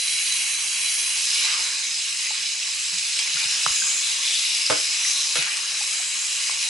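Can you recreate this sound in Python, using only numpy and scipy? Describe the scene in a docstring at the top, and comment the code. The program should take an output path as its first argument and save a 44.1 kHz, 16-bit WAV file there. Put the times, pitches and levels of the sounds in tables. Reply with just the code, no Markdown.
"""In a tiled bathroom, a running shower head lies on the floor, is picked up, played over a wet cat and put down.
Its jets are random droplet clicks and tiny ringing bubbles, coloured by a hiss that changes as the head moves:
each swing slides the hiss downward and ends in a splash, and close passes ring in it. Big drops slap as bursts of
noise; paws, hose and plops are dying tones. The head knocks twice with ringing modes and noise, bouncing each time.
Below it all, drops, bubbles and noise make splashing, a low gurgle and a faint room rumble."""
import sys
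import numpy as np
from scipy import signal
from scipy.fft import rfft, irfft, next_fast_len
from scipy.io import wavfile
from scipy.ndimage import uniform_filter1d, map_coordinates

SR = 44100
rng = np.random.default_rng(int(sys.argv[2]) if len(sys.argv) > 2 else 0)


def unload_wav(signal):
    """Save mono or channel-first audio to the path in sys.argv[1] as 16-bit WAV at rate SR, clipped to [-1, 1]."""
    wavfile.write(
        sys.argv[1],
        SR,
        np.round(np.clip(np.atleast_2d(signal).T, -1, 1) * 32767).astype(np.int16),
    )


N = 295010  # length of the scene in samples

# How closely the head faces the floor: time_s, closeness (0 to 1)
FACING_FLOOR = [(0, 0.88), (0.95, 0.9), (1.18, 0.5), (1.45, 0.02), (5.0, 0.05), (5.2, 0.24), (5.45, 0.29),
                (6.6, 0.24)]
# Basic tone of the hiss, relative levels: pitch_hz, level_db (per Hz)
HISS_SPECTRUM = [(900, -69), (1400, -22.5), (1750, -11), (2250, 0), (3500, -3.5), (4500, -3.5),
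                 (6000, -1.5), (7200, -4.5), (8400, -0.5), (9500, -11), (10300, -13.5), (12000, -55.5)]
# Swings raking the jets across the floor: middle_s, half_length_s, strength_db, hiss_peak_hz (at mid-swing)
JET_SWINGS = [(1.43, 0.2, 5.5, 2530), (3.383, 0.12, 3.5, 1800), (5.414, 0.16, 8.5, 2290)]


def spray():
    """Jets of droplets and tiny bubbles, with a fine high mist that is favoured while the head faces the floor."""
    # Loudness of the spray before the jets' own gain and surges: time_s, level_db
    flow = [(0.0, -24.5), (1.12, -25), (1.43, -21.5), (1.79, -27), (2.52, -26.5), (2.57, -27.5),
            (3.91, -22.5), (4.21, -25), (4.28, -23), (4.99, -24.5), (5.09, -22), (5.35, -24.5),
            (5.37, -22.5), (5.44, -25.5), (5.65, -28), (5.85, -25), (6.07, -26.5), (6.69, -25)]
    # Where the jets land: time_s, left_minus_right_db
    place = [(0.5, -0.6), (3.3, -0.2), (4.3, 1.4), (6.5, 0.6)]
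    # Tone of the mist, relative levels: pitch_hz, level_db (per Hz)
    mist_spectrum = [(8500, -32), (9600, 4.5), (10100, 9), (10500, 13), (11000, 6.5), (12000, -78)]
    spray_db, = curves(flow)
    facing, = curves(FACING_FLOOR)
    pan_db, = curves(place)
    surge_db = 0.44 * wobble(21) + 0.25 * wobble(60)  # the jets break up unevenly

    fizz = bubbles(rate=1400, centre_hz=5833, octaves=0.399, cycles=42, spread_db=4.0)
    drops = impacts(rate=14000, spread_db=3.5) + amp(-10.5) * fizz
    patter = scattered(bathroom(drops, wet_db=-10), diffuse_db=-7)
    jets = amp(spray_db + 0.77 + surge_db) * aimed(patter, patchy_db=1.5)

    # the mist grows 1.4 dB for each dB of spray, and by up to 7.5 dB as the head faces the floor
    mist_db = -37.5 + 1.4 * (spray_db - spray_db.mean()) + 7.5 * facing + wobble(13)
    fine_drops = scattered(impacts(rate=9000, spread_db=2.5), diffuse_db=-3.0)
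    mist = amp(mist_db + surge_db) * coloured(fine_drops, mist_spectrum)
    return (jets + mist) * amp(np.array([pan_db, -pan_db]) / 2)


def aimed(x, patchy_db):
    """Colour the spray by where the jets point: a swing slides the hiss downward, a close pass rings in it."""
    # Resonances of the spray: pitch_hz, width_hz, held_db, resting_db
    rings = [(2573, 127, 4.5, 4.5), (2900, 130, 5, 5), (3240, 100, 1.5, 5), (3570, 160, 0.5, -5.5),
             (4010, 330, 5.5, -2), (3993, 84, 2.5, 14), (5050, 365, 7.5, -0.5), (6506, 370, 4, 5),
             (7550, 430, 3, -2.5), (8640, 210, -3.5, 6.5)]
    # Jets pass over something close, which rings: middle_s, half_length_s, pitch_hz, boost_db
    passes = [(3.53, 0.075, 5350, 4), (3.877, 0.18, 7040, 9.5), (4.35, 0.31, 3500, 6.5),
              (4.65, 0.27, 5160, 3), (5.12, 0.17, 5880, 7), (5.19, 0.1, 3870, 8), (6.15, 0.25, 7370, 5.5)]
    fall_oct_per_s, swing_width_oct, pass_width_oct = 9, 1.5, 0.16
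    hz, t, z = signal.stft(x, SR, nperseg=1024)
    hz = hz[:, None]
    octave = np.log2(hz + 1)
    facing = np.interp(t, *np.transpose(FACING_FLOOR))
    colour_db = along(HISS_SPECTRUM, hz)
    for pitch, width, held_db, resting_db in rings:
        colour_db = colour_db + bell(hz, pitch, width) * (held_db + (resting_db - held_db) * facing)
    for middle, half, db, peak_hz in JET_SWINGS:
        centre = np.log2(peak_hz) - fall_oct_per_s * (t - middle)
        colour_db = colour_db + db * bell(t, middle, half) * bell(octave, centre, swing_width_oct)
    for middle, half, pitch, db in passes:
        colour_db = colour_db + db * bell(t, middle, half) * bell(octave, np.log2(pitch), pass_width_oct)
    # smooth random patches over pitch, then over time
    patches = uniform_filter1d(rng.standard_normal(colour_db.shape), size=6, axis=0)
    patches = uniform_filter1d(patches, size=7, axis=1)
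    gain = amp(colour_db + patchy_db * unit(patches))
    gain = gain / np.linalg.norm(gain, axis=0)  # changes the tone, not the overall gain
    return unit(signal.istft(z * gain, SR, nperseg=1024)[1][:, :N])


def knocks():
    """The head hits the tiles: every touch clacks as noise and rings its modes at new strengths, echoed by the room."""
    # Modes of the head on the floor, before a random change at each touch: pitch_hz, level_db, t60_s
    head_modes = [(112, -8, 0.17), (149, -14.5, 0.2), (303.6, -7.5, .17), (334, -14.5, 0.21),
                  (439, 1, 0.12), (485, -0.5, 0.086), (616, 4.5, 0.07), (760, -11, .16), (840, -21, .14),
                  (1030, -8, 0.15), (1215, -12, 0.13), (1700, -17, .15), (1637, -17, .16)]
    # Tone of the clack before brightening, relative levels: pitch_hz, level_db (per Hz)
    clack_spectrum = [(60, -37), (200, -16), (500, 6), (1000, 2.5), (1600, 3), (3000, -2.5), (6000, -9),
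                      (11000, -12)]
    out, t = np.zeros(N), np.arange(SR // 2) / SR
    for start, ring_db, clack_db, bright in contacts():
        ring = np.zeros(len(t))
        for hz, db, t60 in head_modes:
            strength_db = db + rng.normal(0, 1.5)
            ring += amp(strength_db - 60 * t / t60) * np.sin(2 * np.pi * hz * t)
        ring *= 1 - np.exp(-t / 0.00048)  # soft start
        colour = [(hz, db + bright * np.log2(hz)) for hz, db in clack_spectrum]
        fade = amp(-60 * t / 0.026) + amp(-13.0 - 60 * t / 0.14)  # a quick crack and a weaker, longer tail
        clack = fade * coloured(rng.standard_normal(len(t)), colour)
        add(out, start, amp(ring_db) * ring + amp(clack_db) * clack)
    return bathroom(low_cut(out, hz=85), wet_db=-3)


def contacts():
    """List every touch: each knock bounces twice, and each landing touches one rim and then the other."""
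    # First touch of each knock, levels before modes and fades: start_s, ring_db, clack_db, brightness_db_per_octave
    knock_times = [(4.7, -28.5, -14.5, 0.2), (5.356, -45, -18, 2)]
    bounce_s, bounce_loss_db = 0.0235, 11.5  # time between landings, loss at each
    rims = [(0, 0), (0.0065, 4.5)]  # delay in s and loss in dB: the far rim follows, more softly
    touches = []
    for start, ring_db, clack_db, bright in knock_times:
        for landing in range(3):
            for lag_s, rim_loss_db in rims:
                loss_db = landing * bounce_loss_db + rim_loss_db
                time = start + landing * bounce_s + lag_s
                touches.append((time, ring_db - loss_db, clack_db - loss_db, bright))
    return touches


def slaps():
    """Each big drop slaps the tiles in a few milliseconds of spatter, made from fading noise."""
    # Big drops, levels before the cut and fade below: start_s, level_db
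    big_drops = [(2.9846, -15.5), (3.1894, -11.5), (3.274, -16), (5.424, -12.5), (5.5692, -16.5)]
    out, t = np.zeros(N), np.arange(SR // 20) / SR
    for start, db in big_drops:
        spatter = coloured(rng.standard_normal(len(t)), HISS_SPECTRUM)
        add(out, start, amp(db - 4.5 - 60 * t / 0.033) * spatter)
    return bathroom(low_cut(out, hz=600), wet_db=-7)


def plops():
    """Short hollow plops, plinks and taps: quickly dying tones with almost no bass."""
    # Levels before the soft start and bass cut: start_s, level_db, pitch_hz, t60_s
    plop_tones = [(2.272, -24.5, 2040, .04), (2.307, -26.5, 864, 0.025), (3.368, -28.5, 1430, 0.052),
                  (3.6635, -1, 1235, 0.0072), (3.82, -23.5, 1560, 0.045), (3.87, -34, 1600, 0.094),
                  (4.665, -1, 4950, 0.0066), (5.05, -18.5, 1970, 0.021), (5.81, -33, 836, 0.05),
                  (6.0, -37.5, 730, 0.045), (6.496, -18.5, 1070, 0.01)]
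    return bathroom(low_cut(damped(plop_tones, attack=0.00037), hz=380), wet_db=-11.5)


def thumps():
    """Soft thumps of paws and hose, and the low body of the head's second knock: low dying tones that start
    gently."""
    # Levels before the soft start: start_s, level_db, pitch_hz, t60_s
    thump_tones = [(2.926, -46.5, 176.5, 0.36), (3.345, -41, 150, 0.16), (3.455, -35.5, 135, 0.049),
                   (3.664, -31.5, 148, 0.069), (3.705, -32.5, 65, 0.045), (3.82, -47, 161, 0.16),
                   (5.356, -64, 137, 0.24), (5.385, -31.5, 150, 0.086)]
    return bathroom(damped(thump_tones, attack=0.0049), wet_db=-10)


def damped(rows, attack):
    """One quickly dying tone for each row, with a soft start lasting about attack seconds."""
    out, t = np.zeros(N), np.arange(SR // 3) / SR
    for start, db, hz, t60 in rows:
        tone = amp(db - 60 * t / t60) * np.sin(2 * np.pi * hz * t)
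        add(out, start, tone * (1 - np.exp(-t / attack)))
    return out


def puddle():
    """Drops and bubbles splash and gurgle on the floor, over the room's faint rumble of low noise."""
    # Water running on the floor; only the rise above its average is used: time_s, level_db
    running_water = [(0.0, -59.5), (1.45, -56), (1.6, -50), (1.88, -61.5), (3.11, -60), (3.39, -55.5),
                     (4.3, -55.5), (4.47, -59), (5.35, -55.5), (5.51, -56), (6.3, -57.5), (6.69, -57)]
    # Tones of the three layers, relative levels: pitch_hz, level_db (per Hz)
    splash_spectrum = [(400, -32.5), (680, -16.5), (830, -4.5), (1050, -0.5), (1300, -0.5), (1650, 5.5),
                       (2100, 0.5), (3000, -51)]
    gurgle_spectrum = [(120, -22), (250, -5.5), (400, -5.5), (560, 1.5), (750, -2), (1200, -13)]
    rumble_spectrum = [(20, -14), (45, -3.5), (80, -3), (110, -0.5), (155, 1), (220, -3.5), (500, -3.5),
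                       (1500, -53)]
    water_db, = curves(running_water)
    rise_db = water_db - water_db.mean()

    # a splash ends each swing: later, shorter and with a little less strength
    splash_db = -45 + 0.8 * rise_db + 0.84 * swing_db(lag=0.043, length=0.63)
    froth = bathroom(bubbles(rate=250, centre_hz=1274, octaves=0.387, cycles=37, spread_db=3.5), wet_db=0)
    slosh = scattered(impacts(rate=2500, spread_db=6.0), diffuse_db=1.0) + amp(-11.0) * froth
    splash = amp(splash_db + 0.82 * wobble(16)) * coloured(slosh, splash_spectrum)

    gurgle_db = -55.5 + 1.2 * rise_db
    glugs = bubbles(rate=150, centre_hz=526, octaves=0.57, cycles=13, spread_db=6.5)
    wash = scattered(impacts(rate=900, spread_db=1), diffuse_db=9.5) + amp(-14) * glugs
    gurgle = amp(gurgle_db + 1.3 * wobble(12)) * coloured(wash, gurgle_spectrum)

    rumble = coloured(scattered(rng.standard_normal(N), diffuse_db=-0.5), rumble_spectrum)
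    return splash + gurgle + amp(-63) * rumble


def swing_db(lag, length):
    """How hard the jets rake the floor, delayed by lag seconds, with each swing's length multiplied by length."""
    t = np.arange(N) / SR
    return sum(db * bell(t, middle + lag, half * length) for middle, half, db, _ in JET_SWINGS)


def impacts(rate, spread_db):
    """Droplets landing at random, rate a second: single clicks of varied size, pushing or pulling."""
    count = int(rate * N / SR)
    size = amp(spread_db * np.clip(rng.standard_normal(count), -3, 3))
    size = size * rng.choice([-1, 1], count)
    return unit(np.bincount(rng.integers(0, N, count), size, N))


def bubbles(rate, centre_hz, octaves, cycles, spread_db):
    """Small bubbles, rate a second: each dies by 60 dB over some cycles and rises slightly in pitch."""
    count = int(rate * N / SR)
    pitch, size = np.clip(rng.standard_normal((count, 2)), -2.5, 2.5).T[:, :, None]
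    k = np.arange(768)
    hz = centre_hz * 2 ** (octaves * pitch)
    age = hz * k / SR / cycles  # reaches 1 when the bubble is 60 dB down
    ring = amp(spread_db * size - 60 * age) * np.sin(2 * np.pi * cycles * age * (1 + 0.027 * age))
    places = rng.integers(0, N, (count, 1)) + k
    return unit(np.bincount(places.ravel(), ring.ravel(), N)[:N])


def scattered(x, diffuse_db):
    """Drops land all over, so their echoes merge into a wash: steady noise, different at each microphone."""
    return x + amp(diffuse_db) * rng.standard_normal((2, N))


def bathroom(x, wet_db):
    """Direct sound plus the tiled room's answer, a fading noise tail that differs at each microphone."""
    # How long echoes last: pitch_hz, t60_s
    echo_times = [(100, 0.21), (1000, 0.27), (4000, 0.36), (11000, 0.053)]
    hz, t, z = signal.stft(rng.standard_normal((2, SR // 2)), SR, nperseg=256)
    fade = amp(-60 * t / along(echo_times, hz)[:, None])
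    tail = signal.istft(z * fade, SR, nperseg=256)[1]
    tail = np.pad(tail / np.linalg.norm(tail[0]), ((0, 0), (SR // 400, 0)))  # echoes begin 2.5 ms late
    return x + amp(wet_db) * signal.fftconvolve(x[None], tail, axes=1)[:, :len(x)]


def low_cut(x, hz):
    """Small things radiate little bass, so remove what lies below hz."""
    return signal.sosfilt(signal.butter(4, hz, "high", fs=SR, output="sos"), x)


def amp(db):
    """Decibels to gain."""
    return 10 ** (np.asarray(db) / 20)


def unit(x):
    """Scaled to an rms (average strength) of 1."""
    return x / np.sqrt(np.mean(x ** 2) + 1e-20)


def along(points, hz):
    """Read (Hz, value) points at any pitch, on a log axis."""
    f, v = np.transpose(points)
    return np.interp(np.log(hz + 1), np.log(f + 1), v)


def curves(rows):
    """One value per sample for each column after the time."""
    s, *cols = np.transpose(rows)
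    return [np.interp(np.arange(N) / SR, s, c) for c in cols]


def bell(x, centre, width):
    """A smooth bump of height 1."""
    return np.exp(-((x - centre) / width) ** 2)


def wobble(rate):
    """A smooth random curve through rate random points a second."""
    return map_coordinates(rng.standard_normal(int(N * rate / SR) + 4), [np.arange(N) * rate / SR])


def filtered(x, response):
    """Multiply the spectrum of x by a response that depends on pitch."""
    size = x.shape[-1]
    m = next_fast_len(size + 8192)
    return irfft(rfft(x, m) * response(np.fft.rfftfreq(m, 1 / SR)), m)[..., :size]


def coloured(x, spectrum):
    """Filter x by a table of levels, then scale it to rms 1."""
    return unit(filtered(x, lambda hz: amp(along(spectrum, hz))))


def add(track, s, sound):
    """Mix a sound into a track at time s in seconds."""
    part = track[..., round(s * SR):][..., :sound.shape[-1]]
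    part += sound[..., :part.shape[-1]]


def scene():
    """Water, paws and shower head in one small tiled room."""
    return spray() + knocks() + slaps() + plops() + thumps() + puddle()


def record(dry):
    """Two microphone ports resonate differently, changing the stereo width and balance; the top treble is cut off."""
    # Port resonances: pitch_hz, width_hz, side_db, left_minus_right_db (of the middle signal)
    ports = [(580, 300, 8, 2.5), (1020, 570, -1, -7), (2210, 190, 5.5, 5), (3260, 470, -3, -1.5),
             (4980, 250, -9, 0.5), (7300, 620, 6, -3.5)]
    top_hz = 11100

    def width_gain(hz):
        return amp(sum(db * bell(hz, c, w) for c, w, db, _ in ports))

    def tilt_share(hz):
        tilt = amp(sum(db * bell(hz, c, w) for c, w, _, db in ports))
        return (tilt - 1) / (tilt + 1)

    mid = dry.mean(axis=0)
    side = filtered((dry[0] - dry[1]) / 2, width_gain) + filtered(mid, tilt_share)
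    return filtered(np.array([mid + side, mid - side]), lambda hz: 1 / (1 + (hz / top_hz) ** 500))


dry = scene()
out = record(dry)
unload_wav(out)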